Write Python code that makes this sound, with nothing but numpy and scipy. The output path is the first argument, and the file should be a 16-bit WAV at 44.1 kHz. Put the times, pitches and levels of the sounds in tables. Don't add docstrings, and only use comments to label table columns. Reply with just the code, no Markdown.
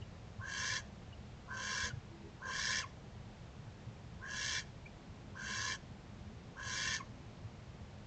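import sys
import numpy as np
from scipy import signal
from scipy.fft import rfft, irfft
from scipy.io import wavfile
from scipy.ndimage import uniform_filter1d

SR = 44100
rng = np.random.default_rng(int(sys.argv[2]) if len(sys.argv) > 2 else 0)


def wrap_up_sound(samples):
    columns = np.atleast_2d(samples).T
    tamed = np.clip(columns, -1, 1)
    steps = np.round(tamed * 32767).astype(np.int16)
    wavfile.write(sys.argv[1], SR, steps)


N = 355446
TIME = np.arange(N) / SR
FREQS = np.maximum(np.fft.rfftfreq(N, 1 / SR), 1)

PITCH_RISE_HZ, TONE_SWELL_DB, THROAT_SWELL_DB = 169.7, 6.5, 2.5
HISS_RISE_DB, HISS_RISE_S = 25, 0.073
RELEASE_S, RELEASE_DB, PITCH_SAG_HZ = 0.056, 23, 140.8
WAVER_HZ, PITCH_WAVER_HZ, TONE_WAVER_DB, THROAT_WAVER_DB = 11.5, 10, 0.5, 2.16
THROAT_ATTACK_S, TONE_LAG_S, TONE_ATTACK_S = 0.036, 0.014, 0.038
SCOOP_HZ, SCOOP_S = 260, 0.06


def from_db(db):
    return 10 ** (np.asarray(db) / 20)


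def rms_one(x):
    return x / np.sqrt(np.mean(np.abs(x) ** 2) + 1e-20)


def white():
    return rng.standard_normal(N)


def colour(x, gain):
    return rms_one(irfft(rfft(x) * gain, N))


def resonances(modes, widen):
    power = 0
    for hz, width, db in modes:
        detuning = (FREQS - hz) / (0.77 * width * widen)
        power = power + (from_db(db) / (1 + detuning ** 2)) ** 2
    return np.sqrt(power)


def wander(rate_hz):
    return colour(white(), 1 / (1 + (FREQS / rate_hz) ** 4))


def fade_in(age, seconds):
    return np.sin(np.pi / 2 * np.clip(age / seconds, 0, 1)) ** 2


def steadied(x, seconds):
    return x / np.sqrt(uniform_filter1d(x ** 2, int(seconds * SR) + 1) + 1e-9)


def glides(rows, overtone_db, waver):
    out, unsteady = np.zeros(N), 1 + waver * wander(160)
    for start, length, from_hz, to_hz, db in rows:
        now = (TIME >= start) & (TIME < start + length)
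        part = (TIME[now] - start) / length
        pitch = (from_hz + (to_hz - from_hz) * part) * unsteady[now]
        phase = 2 * np.pi * np.cumsum(pitch) / SR
        note = np.sin(phase) + from_db(overtone_db) * np.sin(2 * phase)
        out[now] += np.sqrt(2) * from_db(db) * np.sin(np.pi * part) ** 2 * note
    return out


def owl():
    # (centre [Hz], width before scaling [Hz], relative level [dB])
    throat_modes = [(521, 210, -3.5), (1067, 120, 3.5), (1290, 100, -2.5)]
    pitch, tone_gain, throat_gain, hiss_gain = call_controls()
    gape = np.clip(hiss_gain / from_db(-41.5), 0, 1) ** 0.92

    flap_hz, jitter = 115, 0.3
    cycles = np.cumsum(flap_hz * np.exp(jitter * wander(40.3))) / SR
    pulsing = flutter(cycles, depth_db=3.5, uneven_db=1.2)

    rough = rough_tone(pitch, pulsing, scatter_hz=48.0, noisy=0.37, low_hz=1340, high_hz=1970)
    tone = from_db(-0.1) * tone_gain * steadied(rough, seconds=0.029)

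    undertone_hz = 1045
    undertone = rough_tone(undertone_hz, pulsing, scatter_hz=36.3, noisy=0.46, low_hz=914, high_hz=1173)
    throat_noise = colour(white(), resonances(throat_modes, widen=0.41))
    throat = throat_gain * (undertone + from_db(-4.5) * throat_noise)

    breath = beak_hiss(gape, restless_db=1.42, restless_hz=21.7)
    rasp = breath * flutter(cycles, depth_db=1.0, uneven_db=0.53)
    hiss = from_db(0.7) * hiss_gain * steadied(rasp, seconds=0.03)
    return tone + throat + hiss + slides_and_squeaks()


def call_controls():
    # (start [s], length [s], pitch at the crest [Hz], nominal tone level [dB],
    # nominal throat level [dB], nominal hiss level [dB], wait before the hiss [s])
    screeches = [ (0.385, 0.43, 1732, -42.2, -52, -41, 0.059),
                 (1.462, 0.45, 1694, -42.2, -52, -42.5, 0.053),
                 (2.39, 0.45, 1742, -41.5, -51.5, -39, 0.062), (4.189, 0.44, 1762, -43.5, -56, -40, 0.072),
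                 (5.330, 0.445, 1737, -43.5, -54, -42.5, 0.042),
                 (6.541, 0.46, 1769, -43, -53, -40.5, 0.049), ]
    controls = screech(*screeches[0])
    for row in screeches[1:]:
        controls = np.where(TIME >= row[0], screech(*row), controls)
    pitch, tone, throat, hiss = controls
    pitch = pitch + PITCH_WAVER_HZ * wander(WAVER_HZ)
    tone = tone * from_db(TONE_WAVER_DB * wander(WAVER_HZ))
    throat = throat * from_db(THROAT_WAVER_DB * wander(WAVER_HZ))
    return pitch, tone, throat, hiss


def screech(start, length, crest_hz, tone_db, throat_db, hiss_db, wait):
    age = np.clip(TIME - start, 0, 2 * length)
    effort = np.minimum(age / (length - RELEASE_S), 1)
    closing = np.maximum((age - length) / RELEASE_S + 1, 0) ** 2
    scoop = SCOOP_HZ * (1 - fade_in(age, SCOOP_S))
    pitch = crest_hz - scoop - PITCH_RISE_HZ * (1 - effort) - PITCH_SAG_HZ * np.minimum(closing, 1)
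    tone = fade_in(age - TONE_LAG_S, TONE_ATTACK_S) * from_db(tone_db - TONE_SWELL_DB * (1 - effort))
    throat = fade_in(age, THROAT_ATTACK_S) * from_db(throat_db - THROAT_SWELL_DB * (1 - effort))
    hiss_deficit_db = HISS_RISE_DB * np.exp((wait - age) / HISS_RISE_S)
    hiss = fade_in(age, THROAT_ATTACK_S) * from_db(hiss_db - hiss_deficit_db)
    release = from_db(-RELEASE_DB * np.minimum(closing, 10))
    return np.array([pitch, tone * release, throat * release, hiss * release])


def flutter(cycles, depth_db, uneven_db):
    return rms_one(from_db(depth_db * np.sin(2 * np.pi * cycles) + uneven_db * wander(60)))


def rough_tone(pitch, pulsing, scatter_hz, noisy, low_hz, high_hz):
    phase = 2 * np.pi * np.cumsum(pitch + scatter_hz * wander(176)) / SR
    swirl = wander(160) * np.cos(phase) + wander(190) * np.sin(phase)
    windpipe = signal.butter(2, [low_hz, high_hz], "band", fs=SR, output="sos")
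    return rms_one(signal.sosfiltfilt(windpipe, pulsing * (np.sin(phase) + noisy * swirl)))


def beak_hiss(gape, restless_db, restless_hz):
    # (centre [Hz], width before scaling [Hz], relative level wide open [dB],
    # relative level nearly shut [dB])
    beak_modes = [(1510, 81, 3, 6), (1806, 150, 2, -7), (2138, 250, -3.5, -2), (2308, 100, 2.5, -3),
                  (2740, 150, -1.5, 2.5), (3130, 250, -2.5, 5), (3390, 230, 1.5, -4),
                  (3745, 310, -4, -15.5), (4043, 460, -3.5, -5.5), (4650, 680, -3.5, -4),
                  (5130, 460, -1, -22.5), (5560, 270, 1.5, 1), (5955, 160, -0.5, 3.5), (6150, 99, 1.5, 4),
                  (6450, 200, -0.5, 1.5), (6850, 400, -7.5, -2.5), (7370, 200, -11, -9),
                  (7670, 230, -11.5, -10), (8250, 410, -23.5, -21.5)]
    # (centre [Hz], width [Hz])
    dips = [(2490, 80), (3580, 42), (5300, 38)]
    dip_gain = np.prod([np.abs(FREQS - hz) / np.hypot(FREQS - hz, width) for hz, width in dips], axis=0)
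    air = rfft(turbulence(snaps_per_s=1500, snap_share=0.89)) * dip_gain
    out, power = 0, 0
    for k, (hz, width, open_db, shut_db) in enumerate(beak_modes):
        response = resonances([(hz, width, 0)], widen=0.67)
        band = irfft(air * response * 1j ** k, N)
        gain = from_db(shut_db + gape * (open_db - shut_db))
        out = out + band * gain * from_db(restless_db * wander(restless_hz))
        power = power + np.var(band) * gain ** 2
    return rms_one(out / np.sqrt(power))


def turbulence(snaps_per_s, snap_share):
    snaps = (rng.random(N) < snaps_per_s / SR) * rng.choice([-1, 1], N)
    return np.sqrt(1 - snap_share) * white() + np.sqrt(snap_share) * rms_one(snaps)


def slides_and_squeaks():
    # (start [s], length [s], start pitch [Hz], end pitch [Hz], crest level of the fundamental [dB])
    slides = [(2.810, 0.04, 1663, 1085, -51.5), (6.974, 0.052, 1410, 1110, -62)]
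    # (start [s], length [s], start pitch [Hz], end pitch [Hz], crest level of the fundamental [dB])
    squeaks = [(1.895, 0.026, 1587, 1400, -48), (2.832, 0.025, 1170, 1010, -44),
               (2.848, 0.026, 1085, 1090, -56), (6.996, 0.027, 1150, 1014, -43.5),
               (7.016, 0.021, 1100, 1100, -55)]
    return glides(slides, overtone_db=0.5, waver=0.025) + glides(squeaks, overtone_db=-11.5, waver=0.026)


def pips():
    # (start [s], length [s], start pitch [Hz], end pitch [Hz], crest level before reflections [dB])
    pip_rows = [(0.012, 0.024, 2880, 2760, -57), (1.122, 0.022, 2870, 2900, -57.5),
                (4.852, 0.027, 2240, 2400, -51.5)]
    return glides(pip_rows, overtone_db=-30, waver=0.028)


def garden(x):
    # (delay [s], level relative to direct sound [dB])
    echoes = [(0.009, -13), (0.105, -32)]
    t60_s = 0.26
    t = TIME[:SR // 2]
    tail = signal.sosfilt(signal.butter(1, 2500, fs=SR, output="sos"), rng.standard_normal(len(t)))
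    tail *= from_db(-60 * t / t60_s) * (t > 0.012)
    response = from_db(-23.5) * tail / np.sqrt(np.sum(tail ** 2))
    for delay, db in echoes:
        response[int(delay * SR)] += from_db(db)
    return x + signal.fftconvolve(x, response)[:N]


def hoots():
    # (start [s], length [s], start pitch [Hz], end pitch [Hz], crest level of the fundamental [dB])
    hoot_rows = [(1.83, 0.085, 488, 479, -56), (2.06, 0.16, 328, 339, -58.5), (2.18, 0.14, 335, 330, -58),
                 (2.20, 0.13, 411, 412, -60)]
    return glides(hoot_rows, overtone_db=-30, waver=0.01)


def thumps():
    # (start [s], length [s], start pitch [Hz], end pitch [Hz], crest level of the fundamental [dB])
    thump_rows = [(0.0, 0.056, 100.5, 91, -43.5), (0.37, 0.055, 105, 90, -43.5),
                  (0.70, 0.051, 111, 96, -47), (1.822, 0.041, 85.5, 78, -40.5),
                  (1.928, 0.026, 118, 110, -37.5), (1.955, 0.042, 139, 116, -42.5),
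                  (3.585, 0.031, 117, 104, -42.5), (3.862, 0.038, 128, 115, -43.5),
                  (7.432, 0.053, 109, 103.6, -43.5)]
    return glides(thump_rows, overtone_db=-22.0, waver=0.056)


def traffic():
    # (time [s], level [dB])
    swells = [(0, -86), (2.0, -77.5), (4.2, -73.5), (5.25, -63.5), (5.8, -67.5), (7.2, -64.5), (8.06, -83)]
    # (centre [Hz], width before scaling [Hz], relative level [dB])
    drone_modes = [(255, 52, 0.5), (338.5, 33, -2), (424, 20, -4)]
    drone = colour(white(), resonances(drone_modes, widen=0.42))
    return from_db(np.interp(TIME, *np.transpose(swells))) * drone


def rumble():
    # (frequency [Hz], relative spectral density level [dB])
    air_spectrum = [(15, -23.5), (35, -5.5), (65, -1.5), (115, -1), (175, -4.5), (260, -15), (400, -15),
                    (700, -17), (1300, -24), (2300, -27), (4000, -31), (7300, -37.5), (8100, -47.5),
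                    (8900, -64)]
    # (centre [Hz], width before scaling [Hz], relative level [dB])
    boom_modes = [(85, 25, -4), (115.6, 23, 0), (206.8, 28.7, -2.5)]
    hz, db = np.transpose(air_spectrum)
    air_gain = from_db(np.interp(np.log(FREQS), np.log(hz), db))
    air = from_db(-51 - 1.9) * colour(white(), air_gain)
    boom = from_db(-58.5) * colour(white(), resonances(boom_modes, widen=0.47))
    return air + boom * from_db(2.2 * wander(5.9))


def scene():
    near = garden(owl() + pips())
    return (near + hoots() + thumps() + traffic() + rumble())[None]


def record(dry):
    cutoff_hz = 8900
    return signal.sosfilt(signal.ellip(10, 0.2, 70, cutoff_hz, fs=SR, output="sos"), dry)


dry = scene()
out = record(dry)
wrap_up_sound(out)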